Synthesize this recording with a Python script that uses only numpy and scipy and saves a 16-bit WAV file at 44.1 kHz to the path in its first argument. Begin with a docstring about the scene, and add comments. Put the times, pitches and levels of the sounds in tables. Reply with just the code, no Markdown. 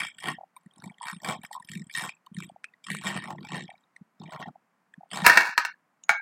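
"""A hand-cranked drill bores into a plastic casing in uneven pushes, near the microphone in a small room.
Gear teeth tick, grind and knock in their backlash; the bit scrapes, chips snap and the casing thrums.
A little after five seconds the bit breaks through: the freed casing bangs, rattles and knocks once more.
The direct sound stands well above the room's short tail. Behind it lies a steady hiss, and the
microphone's noise suppressor swallows whatever is quiet."""
import sys
import numpy as np
from scipy import signal
from scipy.fft import rfft, irfft
from scipy.io import wavfile
from scipy.ndimage import uniform_filter1d

SR = 44100
rng = np.random.default_rng(int(sys.argv[2]) if len(sys.argv) > 2 else 0)


def dump(signal):
    """Clip the signal to [-1, 1] and save it as 16-bit WAV at the path in sys.argv[1]."""
    limited = np.clip(np.atleast_2d(signal).T, -1, 1)
    pcm = np.round(limited * 32767).astype(np.int16)
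    wavfile.write(sys.argv[1], SR, pcm)


N = 273861
TIME = np.arange(N) / SR

# Pushes of the crank. Each row: peak time, swell and fade in seconds, top speed in teeth per second,
# then the relative levels of gear, scraping bit and thrumming casing in dB.
PUSHES = [(0.018, 0.071, .08, 67, -34.5, -45.5, -49), (0.2857, .095, 0.039, 74, -35.5, -39.5, -40),
          (0.61, .08, 0.13, 42, -58, -71, -68), (0.8397, 0.14, 0.12, 57, -48.5, -45, -48.5),
          (1.0836, 0.078, .075, 72, -38.5, -47.5, -56), (1.2976, 0.069, 0.042, 91, -35.5, -32, -37),
          (1.449, 0.039, 0.02, 65, -45, -47, -59), (1.5282, 0.016, 0.037, 67, -40.5, -51.5, -53),
          (1.734, 0.16, 0.17, 54, -45.5, -72, -48.5), (1.9737, .06, 0.083, 95, -33.5, -50.5, -49.5),
          (2.037, .04, .07, 90, -40, -40.5, -45), (2.385, 0.062, 0.12, 56, -45.5, -66.5, -49),
          (2.9168, .055, 0.086, 66, -36.5, -52.5, -40.5), (3.077, 0.078, 0.12, 180, -38.5, -42.5, -46.5),
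          (3.1634, 0.021, 0.035, 90, -34.5, -41.5, -39), (3.239, 0.026, 0.042, 61, -38.5, -46.5, -48),
          (3.3043, 0.08, .08, 52, -51, -42.5, -46), (3.45, 0.18, 0.12, 50, -48.5, -46.5, -43),
          (3.5557, 0.072, .11, 89, -38.5, -44.5, -39.5), (3.68, 0.093, 0.29, 46, -51.5, -56.5, -66),
          (4.2178, 0.045, 0.078, 55, -49.5, -49, -47), (4.335, 0.12, 0.087, 80, -47.5, -43, -47.5),
          (4.4137, 0.056, 0.049, 95, -46.5, -42, -46.5), (4.482, 0.024, 0.0088, 90, -52.5, -43.5, -42.5),
          (5.146, .04, 0.24, 80, -36.5, -39, -48.5)]
# The gear catches hard as it takes up the load. Each row: time in seconds, relative level in dB.
CATCHES = [(0.0044, -33), (0.184, -47.5), (0.2018, -45), (0.2351, -43.5), (0.565, -50), (1.0293, -41.5),
           (1.2462, -38.5), (1.6875, -47), (1.952, -40.5), (2.2638, -48), (2.4344, -42.5), (2.8413, -45),
           (2.8676, -44.5), (3.0691, -31.5), (3.487, -46.5), (3.7373, -58), (4.4004, -53), (5.114, -42)]
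# The gear's treble rises and falls. Each row: time in seconds, gain in dB.
GEAR_TREBLE = [(0, -2.5), (.85, 0), (1.3, -1), (1.7, 5), (2.1, -0.5), (2.95, 0), (3.3, -10.5), (3.6, -7.5),
               (4.4, -15), (5.15, -4)]
# Gear backlash: runs of knocks from slack teeth. Each row: start in seconds, level in dB, pitch in Hz,
# loss at the second knock in dB.
BACKLASH_RUNS = [(0.385, -34, 758, 0.7), (0.565, -38, 1023, 20.5), (0.877, -36.5, 857, 26),
                 (1.011, -30, 961, 1.5), (1.511, -33, 853, 8.5), (1.551, -29, 1010, 4),
                 (1.564, -30.5, 985, 32), (2.041, -30, 1018, 16), (2.268, -39, 1026, 30),
                 (2.497, -39.5, 754, 21.5), (2.561, -38.5, 760, 22.5), (3.691, -37, 762, 1.5),
                 (4.458, -35.5, 805, 18), (4.484, -32, 748, 32), (4.556, -37.5, 763, 29),
                 (5.008, -38.5, 750, 1)]
# Chips of plastic snap off. Each row: start in seconds, relative level in dB, pitch in Hz.
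CHIP_SNAPS = [(0.1346, -53.5, 1850), (1.198, -58, 1710), (1.4485, -32.5, 2240), (1.6881, -39.5, 2540),
              (2.0926, -24, 2420), (2.6426, -25, 2486), (2.738, -40.5, 1870), (3.9639, -34, 1866),
              (4.9394, -35.5, 1780), (6.0373, -34, 6680)]
# The casing rocks under the bit. Each row: start in seconds, relative level in dB.
CASING_THUMPS = [(0.348, -63.5), (0.658, -42.5), (0.86, -35), (1.125, -35.5), (1.16, -34.5), (1.756, -26),
                 (1.808, -33), (2.311, -40), (2.373, -27), (2.44, -37.5), (4.009, -39.5), (4.975, -41.5),
                 (5.221, -23.5), (6.1, -42.5)]
# The freed casing bangs. Each row: start in seconds, relative levels of bang and high crack in dB.
CASING_BANGS = [(5.264, 2.5, 0.5), (5.277, -14.5, -13), (5.297, -6, -28), (5.309, -28.5, -35.5),
                (5.373, -3.5, -19), (5.409, -19.5, -39), (5.578, -8, -44), (5.65, -18, -42)]
# The casing's last knock. 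Its row: start in seconds, relative level in dB.
LAST_KNOCK = [(6.093, -5.5)]

# Resonances of the gear, the bit and the casing as it thrums, bangs and last knocks.
# Each row: frequency in Hz, width in Hz, relative level in dB.
GEAR_MODES = [(1050, 150, 0.5), (1521, 230, -2), (1848, 82, 7), (2317, 86, 3.5), (2680, 370, -9),
              (3224, 168, -1.5), (3696, 120, -2.5), (4530, 300, -11), (5240, 192, -9.5), (7655, 440, -7.5),
              (8550, 320, -4.5), (10240, 390, -13.5), (12090, 32, -7.5), (13300, 1700, -22)]
BIT_MODES = [(750, 264, -3), (1116, 120, -3.5), (1375, 88, -6)]
THRUM_MODES = [(167.2, 52.6, 0), (210.9, 47.5, 0), (349, 80, -11)]
BANG_MODES = [(967.7, 21, 8.5), (1420, 30, -2), (1523, 21, -0.5), (1610, 20, 8.5), (1722, 15, 7),
              (1872, 77, 3), (2218, 35, 3.5), (2755, 110, -5.5), (4210, 100, -13.5), (5320, 140, -31.5)]
LAST_KNOCK_MODES = [(672.6, 100, -12), (850, 160, -8), (1425, 170, -6), (1605, 14, 4.5), (1784, 60, -11.5),
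                    (2228, 39, 6.5), (3990, 200, -23.5), (6450, 470, -28)]
# Broad spectra of the drill's rasp, the casing's clatter and the background hiss.
# Each row: frequency in Hz, relative level in dB.
RASP_COLOUR = [(400, -0.5), (1000, 2), (2200, 2), (3400, -7), (4700, -7.5), (6600, -14), (8500, -8),
               (11000, -23), (15500, -34)]
CLATTER_COLOUR = [(50, -38), (170, -14), (500, -8.5), (800, -3.5), (1700, 9.5), (3200, -10), (4500, -6.5),
                  (9000, -20), (15500, -25.5)]
HISS_COLOUR = [(40, -42.5), (180, 6.5), (400, -6), (1000, 1), (2000, -6.5), (3500, -21), (8000, -23),
               (15000, -29)]
# The small room's tail. Each row: frequency in Hz, time to fall by 60 dB in seconds.
ROOM_T60 = [(100, 0.44), (1000, 0.31), (4000, 0.24), (14000, 0.12)]


def drill():
    """The crank drives the gear; the bit scrapes and shakes the casing, harder at each tooth."""
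    effort = crank_efforts()
    strengths = from_db([row[-3:] for row in PUSHES]).T
    drive, scrape, thrum = np.sqrt(strengths ** 2 @ effort ** 2)   # overlapping pushes add in power
    leading_push = np.argmax(strengths[0][:, None] * effort, axis=0)
    beats = tooth_beats(leading_push)
    mechanism = gear(beats, drive) + bit_scrape(beats, scrape)
    return cut(mechanism, 210, "high") + thrum * casing_thrum(beats)


def crank_efforts(drop_db=15, roundness=1.27):
    """One gain curve per push, drop_db down at one swell before its peak and one fade after."""
    from_peak = np.array([np.maximum((s - TIME) / swell, (TIME - s) / fade)
                          for s, swell, fade, *_ in PUSHES])
    return from_db(-np.minimum(drop_db * from_peak ** roundness, 200))


def tooth_beats(leading_push, slowing=.035, jitter_s=.00061, spread_db=2):
    """Teeth meet fastest at the peak of whichever push is leading, and slow down away from it."""
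    rows, tooth = [], np.arange(-20, 21)
    for push, (s, _, _, speed, *_) in enumerate(PUSHES):
        late, strength = rng.standard_normal((2, len(tooth)))
        times = s + tooth * (1 + slowing * np.abs(tooth)) / speed + jitter_s * late
        rows += [(t, db) for t, db in zip(times, spread_db * strength)
                 if 0 < t < TIME[-1] and leading_push[int(t * SR)] == push]
    return clicks(rows)


def gear(beats, drive):
    """Each tooth lands, then slides for a moment; under load the gear also grinds between teeth."""
    teeth = np.maximum(beats * drive, clicks(CATCHES))
    ticks = from_db(20.5) * teeth + from_db(5) * crunch(teeth, decay_s=.0028)
    load = drive / (drive + from_db(-35))   # grinding sets in around this drive level
    force = ticks + from_db(-3) * load * drive * grains(per_s=990, spread_db=2)
    sound = gear_ring(force) + from_db(-14) * through(force, colour(RASP_COLOUR))
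    treble = signal.sosfiltfilt(signal.butter(2, 6000, "high", fs=SR, output="sos"), sound)
    treble_gain = from_db(np.interp(TIME, *np.transpose(GEAR_TREBLE)))
    return cut(sound + (treble_gain - 1) * treble, 12000, "low")


def gear_ring(force):
    """Each tooth meets at another spot, so the modes answer with changing strengths."""
    ring = np.zeros(N)
    for k, (hz, width, db) in enumerate(GEAR_MODES):
        mode = through(force * wander(per_s=60, spread_db=10), body([(hz, width, 0)]))
        ring += (-1) ** k * from_db(db) * np.sqrt(width / 1000) * mode
    return ring


def bit_scrape(beats, strength):
    """The bit slips over the plastic in fine grains, with a burst at each tooth."""
    slips = from_db(-1.5) * grains(per_s=1000, spread_db=4) + from_db(4.5) * crunch(beats, decay_s=.003)
    return through(strength * slips, body(BIT_MODES))


def casing_thrum(beats):
    """The bit shakes the casing's low resonances."""
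    shake = from_db(-5) * grains(per_s=690, spread_db=-1.5) + from_db(8.5) * crunch(beats, decay_s=.0049)
    thrum = cut(through(shake, body(THRUM_MODES)), 580, "low")
    return cut(thrum, 100, "high", order=4)


def gear_backlash(knock_gap_s=.0245):
    """Slack teeth knock in short, fading runs, about 25 ms apart, as the crank coasts."""
    hits = [(s + k * knock_gap_s, db - k * k * loss, hz)
            for s, db, hz, loss in BACKLASH_RUNS for k in range(3)]
    rasp = through(crunch(clicks(hits), decay_s=.0013), colour(RASP_COLOUR))
    return pings(hits, rise_s=.00073, decay_s=.0044) + from_db(-17.5) * rasp


def chip_snaps():
    """Each chip breaks off with a short ping and a crunch."""
    rasp = through(crunch(clicks(CHIP_SNAPS), decay_s=.0027), colour(RASP_COLOUR))
    return from_db(-3.5) * pings(CHIP_SNAPS, rise_s=.0004, decay_s=.0021) + from_db(-8) * rasp


def casing_thumps(hz=187):
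    """The casing rocks under the bit with soft, low thumps."""
    return from_db(-1.5) * pings([(s, db, hz) for s, db in CASING_THUMPS], rise_s=.052, decay_s=.005)


def breakthrough():
    """The freed casing bangs and rattles on the bit: it rings, clatters and cracks."""
    strikes = clicks(CASING_BANGS)
    slips = crunch(strikes, decay_s=.0045)
    rattle = casing_rattle()
    ring = through(from_db(15) * strikes + from_db(-5.5) * slips + rattle, body(BANG_MODES))
    clatter = through(slips + rattle, colour(CLATTER_COLOUR))
    cracks = crunch(clicks([(s, crack_db) for s, _, crack_db in CASING_BANGS]), decay_s=.0041)
    return cut(ring + clatter, 100, "high", order=4) + from_db(-7.5) * cut(cracks, 3300, "high")


def casing_rattle(start_s=5.243, hold_s=.15, end_s=5.71, fade_db_per_s=129):
    """Small contacts of casing and bit: steady at first, then dying until it comes to rest."""
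    dying_s = np.maximum(TIME - start_s - hold_s, 0)
    envelope = from_db(-24.5 - fade_db_per_s * dying_s) * (TIME > start_s) * (TIME < end_s)
    return envelope * grains(per_s=950, spread_db=4)


def last_knock():
    """One more strike rings the casing, with a little clatter."""
    strike = clicks(LAST_KNOCK)
    ring = through(strike, body(LAST_KNOCK_MODES, damping=.46))
    clatter = through(crunch(strike, decay_s=.01), colour(CLATTER_COLOUR))
    return cut(from_db(21.5) * ring + from_db(-11.5) * clatter, 534, "high")


def room(x, wet_db, delay_s):
    """Dense reflections reach the microphone after the direct sound and die away, the treble first."""
    t, tail = TIME[:SR], np.zeros(SR)
    for low_hz in 60 * 2 ** np.arange(9.):
        octave = cut(rng.standard_normal(SR), [low_hz, min(2 * low_hz, .45 * SR)], "band")
        tail += octave * from_db(-60 * t / at_hz(ROOM_T60, low_hz * np.sqrt(2)))
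    return x + from_db(wet_db) * through(x, unit(tail * (t > delay_s)))


def hiss():
    """A faint, steady noise floor."""
    return from_db(-52) * through(rng.standard_normal(N), colour(HISS_COLOUR))


def noise_suppressor(x, margin_db, depth_db, size=512):
    """The microphone turns down every band that does not stand clear of its own quiet level."""
    frames = dict(nperseg=size, noverlap=size - size // 4)
    spectrum = signal.stft(x, **frames)[2]
    power = uniform_filter1d(np.abs(spectrum) ** 2, size=5, axis=-2)   # smooth across bands
    power = uniform_filter1d(power, size=3, axis=-1)   # and along time
    floor = uniform_filter1d(np.percentile(power, 8, axis=-1, keepdims=True), size=5, axis=-2)
    clearance = (power / (floor * from_db(margin_db) ** 2 + 1e-20)) ** 4
    gain = np.maximum(clearance / (1 + clearance), from_db(depth_db))
    return signal.istft(spectrum * gain, **frames)[1][..., :N]


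def clicks(rows):
    """One impulse for each row of seconds and dB."""
    out = np.zeros(N)
    for s, db, *_ in rows:
        out[int(np.clip(s * SR, 0, N - 1))] += from_db(db)
    return out


def pings(rows, rise_s, decay_s):
    """Each touch swells quickly and rings out at its own pitch."""
    out, t = np.zeros(N), TIME[:SR // 8]
    shape = (1 - np.exp(-t / rise_s)) ** 2 * np.exp(-t / decay_s)
    shape /= shape.max()
    for s, db, hz in rows:
        at = max(0, int(s * SR))
        out[at:at + len(t)] += (from_db(db) * shape * np.sin(2 * np.pi * hz * t))[:N - at]
    return out


def crunch(impulses, decay_s):
    """Each contact is a short burst of tiny random slips."""
    envelope = signal.lfilter([1], [1, -np.exp(-1 / (decay_s * SR))], impulses + 1e-18)
    return envelope * rng.choice([-1, 1], N)


def grains(per_s, spread_db):
    """Random slips of uneven size; rms 1."""
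    sizes = from_db(spread_db * np.minimum(rng.exponential(1, N), 3))
    slipping = rng.random(N) < per_s / SR
    return np.sqrt(N) * unit(sizes * slipping * rng.choice([-1, 1], N))


def wander(per_s, spread_db):
    """A gain that moves at random within spread_db either way, per_s times a second."""
    return from_db(spread_db * np.interp(TIME * per_s, np.arange(2048), rng.uniform(-1, 1, 2048)))


def body(modes, damping=1):
    """Response of parallel resonances with alternating signs; damping scales their widths."""
    t = TIME[:SR // 2]
    return unit(sum((-1) ** k * from_db(db) * width * np.exp(-np.pi * width * damping * t)
                    * np.cos(2 * np.pi * hz * t) for k, (hz, width, db) in enumerate(modes)))


def colour(points, size=4096):
    """Causal (minimum-phase) response with a broad spectrum."""
    gains = from_db(at_hz(points, np.fft.rfftfreq(size, 1 / SR)))
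    cepstrum = irfft(np.log(gains))
    cepstrum[size // 2:] = 0
    cepstrum[1:] *= 2
    return unit(irfft(np.exp(rfft(cepstrum))))


def through(x, response):
    """Pass a sound through a response."""
    return signal.fftconvolve(x, response)[:N]


def cut(x, hz, kind, order=2):
    """Butterworth filter; kind names the part that passes."""
    return signal.sosfilt(signal.butter(order, hz, kind, fs=SR, output="sos"), x)


def unit(response):
    """Scale a response to unit energy."""
    return response / np.sqrt(np.sum(response ** 2))


def at_hz(points, hz):
    """Read a table on a log-frequency axis."""
    f, value = np.transpose(points)
    return np.interp(np.log(np.maximum(hz, 1)), np.log(f), value)


def from_db(db):
    """Decibels to gain."""
    return 10 ** (np.asarray(db) / 20)


def scene():
    """Drill and casing near one microphone in the small room, over a steady hiss."""
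    background = hiss()
    drilling = room(drill(), wet_db=-9, delay_s=.005)
    small_hits = cut(gear_backlash() + chip_snaps(), 380, "high") + casing_thumps()
    knocking = room(small_hits, wet_db=-11, delay_s=.002)
    banging = room(breakthrough() + last_knock(), wet_db=-8.5, delay_s=.00096)
    return (drilling + knocking + banging + background)[None]


def record(dry):
    """The microphone suppresses noise, rounds the peaks and passes 35 Hz to 15.9 kHz."""
    suppressed = noise_suppressor(dry, margin_db=11.5, depth_db=-21)
    rounded = .9 * np.tanh(suppressed / .9)
    steep_lowpass = signal.ellip(10, .1, 80, 15900, fs=SR, output="sos")
    return signal.sosfilt(steep_lowpass, cut(rounded, 35, "high"))


dry = scene()
out = record(dry)
dump(out)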